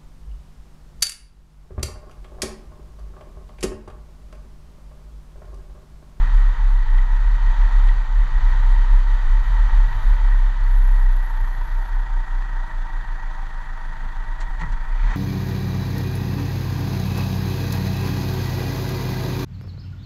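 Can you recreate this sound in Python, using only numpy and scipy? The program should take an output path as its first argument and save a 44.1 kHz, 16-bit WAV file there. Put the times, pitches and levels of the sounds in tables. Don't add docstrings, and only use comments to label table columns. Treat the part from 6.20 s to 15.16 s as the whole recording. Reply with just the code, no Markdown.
import sys
import numpy as np
from scipy import signal
from scipy.fft import rfft, irfft, next_fast_len
from scipy.io import wavfile
from scipy.ndimage import uniform_filter1d, map_coordinates

SR = 44100
rng = np.random.default_rng(int(sys.argv[2]) if len(sys.argv) > 2 else 0)


def master_out(mix):
    frames = np.transpose(np.atleast_2d(mix))
    ceiling = np.clip(frames, -1, 1)
    pcm = np.round(ceiling * 32767).astype(np.int16)
    wavfile.write(sys.argv[1], SR, pcm)


def amplitude_ratio(level_db):
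    exponent = np.asarray(level_db, float) / 20
    return 10 ** exponent


N = 395136

# (time [s], rate [Hz])
FIRING = [(0.0, 26.7), (1.0, 26.8), (2.3, 27.6), (3.3, 27.0), (4.0, 27.6), (4.6, 28.5), (5.2, 29.08),
          (5.6, 28.92), (5.9, 28.46), (6.3, 27.62), (6.7, 26.98), (7.1, 26.15), (7.5, 25.51), (7.9, 25.8),
          (8.3, 26.34), (8.96, 26.99)]
# (multiple of the firing rate, level [dB])
ENGINE_ORDERS = [(2, -53), (3, -58), (4, -53.5), (5, -55.5), (6, -56), (7, -56), (8, -57), (10, -58),
                 (11, -62), (12, -58.5), (14, -67)]
# (time [s], roar level [dB], engine's share against loose stones [0-1])
ROAD = [(0, -37, 0.27), (.5, -40.5, 0.22), (1.1, -39, 0.3), (1.55, -36.5, 0.29), (1.9, -40.5, 0.15),
        (2.3, -36.5, 0.26), (2.75, -38.5, 0.17), (3.15, -38.5, 0.27), (3.6, -37, 0.25), (4.1, -38.5, .3),
        (4.5, -39.5, 0.49), (5.2, -39.5, 0.73), (6.6, -40, 0.82), (7.7, -40.5, 0.78), (8.65, -40.5, 0.84),
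        (8.78, -39.5, 0.5), (8.9, -34.5, 0.36), (8.96, -36.5, 0.04)]
# (start [s], loudest [s], end [s], level [dB])
SQUEALS = [
    (3.19, 3.24, 3.35, -72),
    (3.66, 3.86, 3.99, -66.5),
    (4.08, 4.13, 4.33, -73),
    (4.44, 4.56, 4.93, -63.5),
    (4.9, 4.97, 5.82, -66),
]
# (time [s], width [Hz])
SQUEAL_WIDTH = [(3.1, 520), (4.3, 440), (4.6, 170), (5.2, 100), (5.8, 50)]
# (pitch [Hz], level [dB])
WHINE = [(8629, -88)]
# (time [s], peak level [dB], ring [Hz])
STONES = [(0.6843, -32, 1900), (0.7492, -33, 1820), (0.7824, -28, 1960), (.9647, -40, 1865),
          (1.4177, -34, 1870), (1.6878, -26.5, 1920), (1.9874, -42, 1837), (3.73, -32, 1882),
          (4.448, -40, 1540), (4.7696, -43, 1866), (4.913, -37, 1503), (5.1515, -39, 1800),
          (6.2322, -41, 1891), (6.6692, -40, 1880), (7.435, -42, 1840), (8.2072, -37, 1920),
          (8.3955, -36, 1892), (8.4118, -30, 1946), (8.7779, -40, 1916), (8.8867, -37, 1903),
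          (8.906, -39, 1900)]
# (time [s], swish [dB], case roar [dB], thud [dB], time to fall 60 dB [s])
TWIGS = [(7.681, -75, -59, -47, 0.24), (7.82, -75, -46, -41.5, .2), (8.202, -47, -37.5, -70, 0.13),
         (8.394, -59, -42, -50, .12), (8.408, -57, -35, -36, 0.11), (8.433, -68, -36, -41, 0.06),
         (8.455, -73, -46, -50, 0.16), (8.519, -54, -43, -38, 0.096), (8.84, -70, -54, -44, 0.14),
         (8.9, -56, -38, -44, 0.14), (8.915, -64, -41, -54, 0.09), (8.93, -60, -37, -40, .15)]

# (frequency [Hz], level [dB])
RUMBLE = [(28, -19), (48, -7), (57, -3), (70, -27.5), (85, -25), (110, -64), (190, -120)]
# (frequency [Hz], level [dB])
SWAY = [(6, -37), (12, -26), (20, -4.5), (24, -4.5), (30, -65)]
# (frequency [Hz], level [dB])
DRUMMING = [(47, -41), (80, -0.5), (108, 0.5), (129, -6.5), (161, -7.5), (190, -30), (250, -48),
            (420, -120)]
# (frequency [Hz], level [dB])
CASE = [(220, -35), (380, -23), (404, -15.5), (602, -14), (659, -14), (700, -13.5), (838, -7), (911, 2),
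        (1170, -9), (1310, -6), (1650, -11), (1910, -1), (2180, -22.5), (2300, -19), (2990, -43.5),
        (5060, -120)]
# (frequency [Hz], level [dB])
GRIT = [(1240, -33.5), (2100, -4), (2190, -6), (2440, -1.5), (2710, -9.5), (3060, -6.5), (3310, -6.5),
        (3730, -8), (4460, -8), (5110, -22), (6060, -13.5), (8200, -35.5), (10700, -52), (18000, -120)]
# (frequency [Hz], level [dB])
SPRAY = [(4410, -16.5), (7500, -3.5), (9000, -6.5), (10500, -6.5), (11400, -9.5), (14200, -10.5),
         (15300, -14)]
# (frequency [Hz], level [dB])
BRUSH = [(1500, -30), (3000, -10), (5200, -10), (6500, 0), (7500, -4), (9500, -17), (11000, -23),
         (15000, -45)]
# (frequency [Hz], level [dB])
THUD = [(50, -21), (90, -10), (150, 13), (250, -5.5), (500, -29), (900, -49)]
# (frequency [Hz], level [dB])
COARSE = [(1900, -42), (2150, 2), (2400, 4), (2700, -17), (3300, -25), (4500, -60)]
# (frequency [Hz], level [dB])
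BLOCK = [(220, -49.5), (380, -22.5), (584, -18.5), (639, -7), (694, -20.5), (766, -3.5), (838, -15.5),
         (911, 4), (1070, -8.5), (1370, -7.5), (1430, -13.5), (1880, -5), (2090, -21.5), (2300, -31),
         (2990, -57), (5060, -120)]
# (frequency [Hz], level [dB])
CLATTER = [(1240, -43.5), (2100, -19), (2160, -0.5), (2820, -4), (2960, -6), (3390, 0), (4020, -7),
           (4410, -5), (4770, -9.5), (5350, -13.5), (6240, -12.5), (8200, -26.5), (10700, -55),
           (18000, -120)]
# (frequency [Hz], level [dB])
EXHAUST = [(100, -28), (175, 1), (216, -3), (275, -5), (333, -3), (382, -11.5), (420, -4.5), (550, -30.5),
           (920, -120)]
# (frequency [Hz], gain [dB])
PANEL_GAIN = [(50, 0), (60, 0), (78, -8), (87, 0), (105, 2), (116, 1), (133, -9), (143, 3), (152, 0),
              (164, 2.5), (174, -11), (230, -9), (300, -11), (322, -2), (352, -3), (420, -10)]

# (centre [Hz], width [Hz], lift [dB])
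TYRE_RINGS = [(881.4, 15, 7), (1915, 36, 1.5), (1167, 9.4, 10.5), (1267, 7.8, 9.5), (1538, 72, 4),
              (2002, 58, 2), (4770, 70, 4), (6830, 200, 7.5), (7310, 200, 9.5),
              (3060, 190, 6.5), (3740, 220, 6)]
# (centre [Hz], width [Hz], lift [dB])
BLOCK_RINGS = [(655, 8.8, 4.7), (795.3, 15, 10.9), (890, 14, 2.2), (1930, 110, 7.8), (1180, 34, 0.85),
               (1513, 175, 7), (2270, 52, 3.9), (6050, 130, 4.4), (6900, 240, 6.3)]
# (centre [Hz], width [Hz], lift [dB])
PANEL_RINGS = [(96, 5.5, 4), (122, 5, 2), (160, 13, 2), (195, 10, 4)]
# (centre [Hz], width [Hz], lift [dB])
THUD_RINGS = [(95, 25, 6.4), (194.7, 20.2, 2.36), (255, 24.4, 5.5)]

# (rut [s], boom left [dB], loudest [s], loudest level [dB], boom [Hz])
RUTS = [(0.0, -13, 0.079, -12.5, 33.2), (0.111, -19, 0.18, -9, 34.6), (0.358, -35, 0.51, -10.5, 34.13),
        (0.66, -31, 0.77, -9.5, 31.17), (0.878, -21, 0.967, -11.5, 33.8), (1.041, -19, 1.077, -12, 36.6),
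        (1.111, -16, 1.141, -12, 35.7), (1.181, -21, 1.273, -11, 33.65), (1.358, -20.5, 1.46, -10.5, 34.7),
        (1.501, -20, 1.57, -9.5, 34.3), (1.626, -15, 1.64, -8.5, 33.4), (1.764, -23, 1.75, -12.5, 33.8),
        (1.864, -31, 1.98, -13, 35.3), (2.009, -10.5, 2, -12, 35.2), (2.1, -37, 2.17, -12.5, 32.76),
        (2.202, -24.5, 2.32, -9.5, 31.9), (2.338, -17.5, 2.39, -12, 32.4), (2.433, -14.5, 2.53, -8.5, 33.4),
        (2.553, -16, 2.58, -11.5, 33.4), (2.676, -14, 2.75, -9, 33), (2.841, -16, 2.94, -11.5, 33.8),
        (2.964, -22, 3.13, -11, 32.14), (3.073, -22, 3.11, -9.5, 33.55), (3.247, -32, 3.28, -15, 36.77),
        (3.324, -15.5, 3.35, -12.5, 38.9), (3.383, -16, 3.4, -10, 37.17), (3.51, -33.5, 3.55, -9, 35.4),
        (3.728, -30, 3.773, -14, 33.5), (3.822, -38, 3.88, -10.5, 34.35), (3.986, -17, 4.06, -11.5, 35.1),
        (4.063, -12.5, 4.14, -11.5, 33.56), (4.147, -11, 4.1, -11, 33.15),
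        (4.404, -21.5, 4.497, -11, 33.03), (4.535, -11.5, 4.58, -11.5, 32.8),
        (4.628, -12.5, 4.67, -11, 33.26), (4.778, -11.5, 4.855, -12, 31.97)]
# (rut [s], boom left [dB], loudest [s], loudest level [dB], boom [Hz])
LAST_RUTS = [
    (5.082, -23.5, 5.218, -16.5, 30.4),
    (5.351, -25, 5.413, -18, 30.14),
]
# (rut [s], boom left [dB], loudest [s], loudest level [dB], boom [Hz])
VERGE_RUTS = [(8.29, -45, 8.2, -19, 31.32), (8.41, -26.5, 8.44, -21, 31.5), (8.478, -45, 8.535, -17, 32.5),
              (8.578, -33, 8.612, -19.5, 30.3), (8.655, -37, 8.744, -17, 30.3),
              (8.787, -19.5, 8.887, -13.5, 35.1), (8.927, -31, 8.9, -22, 36.4)]
# (time [s], rocking [dB], bonnet hum [dB])
BEATS = [(5.463, -21.5, -24.5), (5.676, -24.5, -21), (5.871, -23.5, -20), (6.063, -21, -23.5),
         (6.274, -30, -21), (6.497, -24.5, -27.5), (6.692, -23.5, -28.5), (6.846, -25.5, -26.5),
         (7.0, -24.5, -31.5), (7.145, -24.5, -34.5), (7.304, -26, -34), (7.447, -27.5, -34),
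         (7.592, -26, -38), (7.764, -26, -35), (7.937, -24.5, -30.5), (8.052, -24.5, -29.5),
         (8.175, -24.5, -29), (8.29, -24.5, -28)]
# (middle [s], strength [dB], length [s])
POTHOLES = [(0, 17, 0.34), (0.654, 1.5, .3), (1.275, 10, 0.75), (1.95, -3, 0.27), (2.327, 8.5, 0.67),
            (3.104, 2, 0.31), (3.575, 14, 0.37), (3.84, 14, 0.3), (4.597, 5, 0.72), (7.858, 11, 0.093),
            (8.432, 21, .2), (8.96, 10.5, 0.43), (3.35, 9, 0.19), (5.347, 9, 0.52), (5.704, 7, 0.37)]
# (level on smooth ground [dB], added by loose stones [dB], share of a jolt followed [0-1])
RUMBLE_LAW = (-58.5, 11.5, 0.62)
# (level on smooth ground [dB], added by loose stones [dB], share of a jolt followed [0-1])
DRUMMING_LAW = (-56.5, 14.7, 0.4)
# (level on smooth ground [dB], added by loose stones [dB], share of a jolt followed [0-1])
SWAY_LAW = (-67.5, 40.5, 0.54)
# (middle [s], length [s], level [dB], note [Hz])
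PANEL_HUMS = [(0.028, 0.12, -58, 279), (0.04, 0.14, -63.0, 239.0), (0.05, 0.18, -47.5, 148.4),
              (0.06, 0.17, -47, 70.0), (0.08, 0.2, -48, 94.4), (0.43, 0.19, -50, 141.0),
              (0.52, 0.31, -48, 69.0), (1.26, 0.22, -45, 100.6), (1.44, 0.21, -50.0, 81.2),
              (1.6, 0.26, -51, 68.1), (2.101, 0.19, -47.0, 102.3), (2.271, 0.51, -48.5, 122.1),
              (2.28, 0.19, -46.0, 99.0), (2.33, 0.87, -41, 57.0), (2.34, 1.1, -42, 56.8),
              (2.39, 0.19, -48.0, 79.0), (2.56, 1.3, -54.5, 120.6), (2.639, 0.15, -50.0, 116.0),
              (3.3, 0.27, -47.0, 99.0), (3.32, 0.21, -49, 119.3), (3.48, 0.17, -53, 116.3),
              (3.68, 0.3, -53.0, 154.0), (3.732, 0.51, -45.5, 97.85), (3.75, 0.5, -40, 98.0),
              (3.94, 0.25, -38.0, 57.0), (4.37, 0.31, -45.5, 101.5), (4.621, 0.25, -41, 56.55),
              (4.658, 0.2, -48, 96.6), (6.748, 0.23, -55, 163.9), (7.785, 0.4, -59.5, 195.0),
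              (8.439, 0.17, -63, 278.8), (8.45, 0.16, -43, 72.3), (8.45, 0.19, -46, 163.5),
              (8.478, 0.19, -44, 99.7), (8.48, 0.2, -61, 195.0), (8.5, 0.21, -50, 130),
              (8.86, 0.14, -46.5, 99.4), (8.88, 0.21, -55, 195.0), (8.9, 0.17, -52.5, 255.0),
              (8.921, 0.12, -59.0, 217.0),
              (1.28, 0.32, -42, 56), (5.22, 0.26, -49, 109), (5.45, 0.44, -55, 88)]


def unit(x):
    return x / np.sqrt(np.mean(x ** 2) + 1e-20)


def curves(rows):
    s, *columns = np.transpose(rows)
    return [np.interp(np.arange(N) / SR, s, column) for column in columns]


def wobble(rate):
    coarse = np.arange(0, N + 32, 32)
    knots = rng.standard_normal(int(N * rate / SR) + 4)
    return np.interp(np.arange(N), coarse, map_coordinates(knots, [coarse * rate / SR]))


def turns(hz):
    return 2 * np.pi * np.cumsum(hz) / SR


def swell(start_s, length_s, power):
    x = np.zeros(N + 2 * SR)
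    first = round(start_s * SR) + SR
    n = max(round(length_s * SR), 2)
    x[first:first + n] = np.sin(np.pi * np.arange(n) / n)[:len(x) - first] ** power
    return x[SR:SR + N]


def coloured(x, spectrum, rings=()):
    m = next_fast_len(N + 8192)
    f = np.fft.rfftfreq(m, 1 / SR)
    hz, db = np.transpose(spectrum)
    colour_db = np.interp(np.log(f + 1), np.log(hz + 1), db, -120, -120)
    for centre, width, lift_db in rings:
        colour_db = colour_db + lift_db / (1 + (2 * (f - centre) / width) ** 2)
    return unit(irfft(rfft(x, m) * amplitude_ratio(colour_db), m)[:N])


def rush(patchy_db, grit_db=-40, per_s=700):
    z = signal.stft(rng.standard_normal(N), nperseg=512)[2]
    patches = uniform_filter1d(rng.standard_normal(z.shape), size=6, axis=0)
    patches = uniform_filter1d(patches, size=10, axis=1)
    hiss = signal.istft(z * amplitude_ratio(patchy_db * unit(patches)), nperseg=512)[1][:N]
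    cracks = (rng.random(N) < per_s / SR) * np.clip(rng.standard_normal(N), -2, 2)
    return unit(hiss) + amplitude_ratio(grit_db) * unit(cracks)


def electric_whine():
    x = np.zeros(N)
    for hz, db in WHINE:
        tone = np.sin(turns(hz + 3 * wobble(14)))
        x += np.sqrt(2) * amplitude_ratio(db + 1.4 * wobble(6)) * tone
    return x


def twigs():
    leaves = rush(1.5, grit_db=-3)
    layers = [coloured(leaves, shape) for shape in (BRUSH, GRIT, CASE)]
    layers = np.array(layers + [coloured(leaves, THUD, THUD_RINGS)])
    fade_db = np.array([[110], [80], [60], [60]])
    x = np.zeros(N)
    for s, swish_db, roar_db, thud_db, t60 in TWIGS:
        scrape_db = .72 * swish_db + .28 * roar_db - 1
        levels_db = [swish_db, scrape_db, roar_db, thud_db]
        span = slice(round(s * SR), round((s + t60) * SR))
        t = np.arange(len(x[span])) / SR / t60
        stroke = amplitude_ratio(levels_db) @ (amplitude_ratio(8 - fade_db * t) * layers[:, span])
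        x[span] += (1 - np.exp(-14 * t)) * stroke
    return x


def stones():
    crack_t60_s, ring_lag_s, ring_t60_s, ring_db = .009, .005, .025, 1
    low_hz, high_hz, tilt_db = 1700, 3700, -4
    x = np.zeros(N + SR)
    t = np.arange(2000) / SR
    late = np.maximum(t - ring_lag_s, 0)
    for s, db, hz in STONES:
        crack = np.zeros(len(t))
        for c in np.linspace(low_hz, high_hz, 9) + rng.normal(0, 70, 9):
            crack += amplitude_ratio(tilt_db * (c - low_hz) / 2000) * np.sin(2 * np.pi * c * t)
        crack *= .75 * amplitude_ratio(-60 * t / crack_t60_s)
        ring = 1.6 * (1 - np.exp(-late / .0015)) * np.sin(2 * np.pi * hz * t)
        ring *= amplitude_ratio(ring_db - 60 * late / ring_t60_s)
        x[round(s * SR):][:len(t)] += amplitude_ratio(db) * ((1 - np.exp(-t / .0006)) * crack + ring)
    return x[:N]


def brake():
    squeal_hz, bite_db, ease_db, ease_power = 11345, 7, 10, 2.5
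    t = np.arange(N) / SR
    knots = np.cumsum(curves(SQUEAL_WIDTH)[0]) / SR
    a, b = (map_coordinates(rng.standard_normal(int(knots[-1]) + 4), [knots]) for _ in range(2))
    tone = a * np.sin(2 * np.pi * squeal_hz * t) + b * np.cos(2 * np.pi * squeal_hz * t)
    x = np.zeros(N)
    for start, top, end, db in SQUEALS:
        off, = curves([(start, -1), (top, 0), (end, 1)])
        shape_db = np.where(off < 0, bite_db * off, -ease_db * abs(off) ** ease_power)
        x += (abs(off) < 1) * amplitude_ratio(db + shape_db + 2.0) * tone
    return x


def humming_panels():
    x = np.zeros(N)
    for s, long, db, hz in PANEL_HUMS:
        first = max(round((s - long / 2) * SR), 0)
        last = min(round((s + long / 2) * SR), N)
        i = np.arange(first, last)
        x[i] += 2 * amplitude_ratio(db) * np.cos(np.pi * (i / SR - s) / long) * np.sin(2 * np.pi * hz * i / SR)
    return x


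def jolts_db():
    return sum(db * swell(s - long / 2, long, 0.87) for s, db, long in POTHOLES)


def springs_and_panels(ruts):
    loose = 1 - curves(ROAD)[1]
    jolt_db = jolts_db()

    def level(smooth_db, stones_db, follows):
        return amplitude_ratio(smooth_db + stones_db * loose + follows * jolt_db)

    rumble = level(*RUMBLE_LAW) * amplitude_ratio(7.5) * coloured(rng.standard_normal(N), RUMBLE)
    drumming = level(*DRUMMING_LAW) * coloured(rng.standard_normal(N), DRUMMING, PANEL_RINGS)
    sway = level(*SWAY_LAW) * coloured(rng.standard_normal(N), SWAY)
    return rumble + drumming + (.25 + ruts / amplitude_ratio(-16.5)) * sway


def verge(beat):
    grind = coloured(amplitude_ratio(2.5 * beat) * rush(1.5, grit_db=4, per_s=250), COARSE)
    return amplitude_ratio(-66 + 45 * (np.arange(N) / SR - 8.535)) * grind


def tyres(bumps):
    roar_db, share = curves(ROAD)
    loose = 1 - share
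    crunch_db = roar_db - 17.5 + 6 * loose
    rings = TYRE_RINGS
    roar = coloured(amplitude_ratio(0.46 * bumps) * rush(0.31, grit_db=-8.0), CASE, rings)
    crunch = coloured(amplitude_ratio(0.48 * bumps) * rush(0.69, grit_db=-6.0), GRIT, rings)
    return np.sqrt(loose) * (amplitude_ratio(roar_db + 0.12) * roar + amplitude_ratio(crunch_db + 0.32) * crunch)


def spray(beat, bumps, ruts, boom_phase):
    roar_db, share = curves(ROAD)
    rattle_db = (ruts / amplitude_ratio(-8.5)) ** 2 * (5.5 + 3 * np.cos(2 * boom_phase))
    level_db = -75.5 + 0.3 * (roar_db + 41) + rattle_db
    grit = rush(2.2, grit_db=-6.5)
    return amplitude_ratio(level_db + 5.0) * coloured(amplitude_ratio(0.48 * share * beat + 0.63 * bumps) * grit, SPRAY)


def rut_knots(rows):
    knots = []
    for s, left_db, top, db, hz in rows:
        knots += [(s, amplitude_ratio(2 * left_db)), (top, amplitude_ratio(2 * db))]
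    return knots


def bonnet():
    deep_db, flip_s = 12, .05
    quiet = [(BEATS[0][0], 0), (BEATS[-1][0] - flip_s, 0)]
    power, = curves(rut_knots(RUTS + LAST_RUTS) + quiet + rut_knots(VERGE_RUTS))
    every = RUTS + LAST_RUTS + VERGE_RUTS
    deep = [s for s, left_db, top, db, hz in every if db - left_db > deep_db]
    flip_knots = []
    for k, s in enumerate(deep):
        flip_knots += [(s - flip_s / 2, k), (s + flip_s / 2, k + 1)]
    flips, = curves(flip_knots)
    boom_hz, = curves([(top, hz) for s, left_db, top, db, hz in every])
    return np.sqrt(abs(uniform_filter1d(power, size=400))), turns(boom_hz) - np.pi * flips


def bonnet_boom(ruts, boom_phase):
    chassis_hz, wide_hz = 40.53, 4
    chassis = np.sin(turns(chassis_hz + wide_hz / 4 * wobble(3.52))) * wobble(wide_hz)
    chassis_gain = amplitude_ratio(-19 + 0.3 * jolts_db())
    return np.sqrt(2) * ruts * (np.sin(boom_phase) + chassis_gain * chassis)


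def rocking_engine():
    phase = turns(curves(FIRING)[0])
    first, last = BEATS[0][0], BEATS[-1][0]
    smooth, = curves([(first - .015, 0), (first + .015, 1), (last - .015, 1), (last + .015, 0)])
    stony, = curves([(4.85, 1), (5, 0)])
    rock_db, hum_db = curves(BEATS)
    ahead, = curves([(row[0], k + .5) for k, row in enumerate(BEATS)])
    share = curves(ROAD)[1]
    early = stony * amplitude_ratio(-38.5 + 14.5 * share)
    rocking = (early + smooth * amplitude_ratio(rock_db)) * np.sin(phase)
    hum = smooth * amplitude_ratio(hum_db) * np.sin(phase + 2 * np.pi * ahead)
    return np.sqrt(2) * (rocking + hum)


def firing_beat():
    phase = turns(curves(FIRING)[0])
    return np.cos(phase + 0.77) + 0.2 * np.cos(2 * phase + 0.31) + 0.11 * np.cos(phase / 2 + 0.36)


def engine_hum():
    (hz,), (roar_db, share) = curves(FIRING), curves(ROAD)
    phase = turns(hz)
    x = np.zeros(N)
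    for k, db in ENGINE_ORDERS:
        panel_db = np.interp(k * hz, *np.transpose(PANEL_GAIN))
        level_db = db + 5.5 + 14 * (share - 1) + panel_db + .7 * wobble(3.9)
        x += amplitude_ratio(level_db) * np.sin(k * phase + .55 * wobble(4.5))
    return x


def engine(beat):
    roar_db, share = curves(ROAD)
    clatter_db = roar_db - 17.5 + 6 * (1 - share)
    block = coloured(amplitude_ratio(2.37 * beat) * rush(0.66), BLOCK, BLOCK_RINGS)
    clatter = coloured(amplitude_ratio(2.0 * beat) * rush(1.0, grit_db=-10.5), CLATTER, BLOCK_RINGS)
    exhaust = coloured(amplitude_ratio(1.2 * share * beat) * rush(0.77), EXHAUST)
    x = np.sqrt(share) * (amplitude_ratio(roar_db + 0.12) * block + amplitude_ratio(clatter_db + 0.32) * clatter)
    return x + amplitude_ratio(roar_db - 16 - 3 * share) * exhaust


def scene():
    ruts, boom_phase = bonnet()
    beat = firing_beat()
    bumps = wobble(14)
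    x = electric_whine() + twigs() + stones() + brake()
    x += humming_panels() + springs_and_panels(ruts)
    x += verge(beat) + tyres(bumps) + spray(beat, bumps, ruts, boom_phase)
    x += bonnet_boom(ruts, boom_phase) + rocking_engine()
    x += engine_hum() + engine(beat)
    return x[None]


def top_cut(x):
    return signal.sosfilt(signal.butter(12, 15470, fs=SR, output="sos"), x)


def record(dry):
    fade = np.minimum(np.arange(N, 0, -1) / 100, 1)
    return top_cut(dry * fade)


dry = scene()
out = record(dry)
master_out(out)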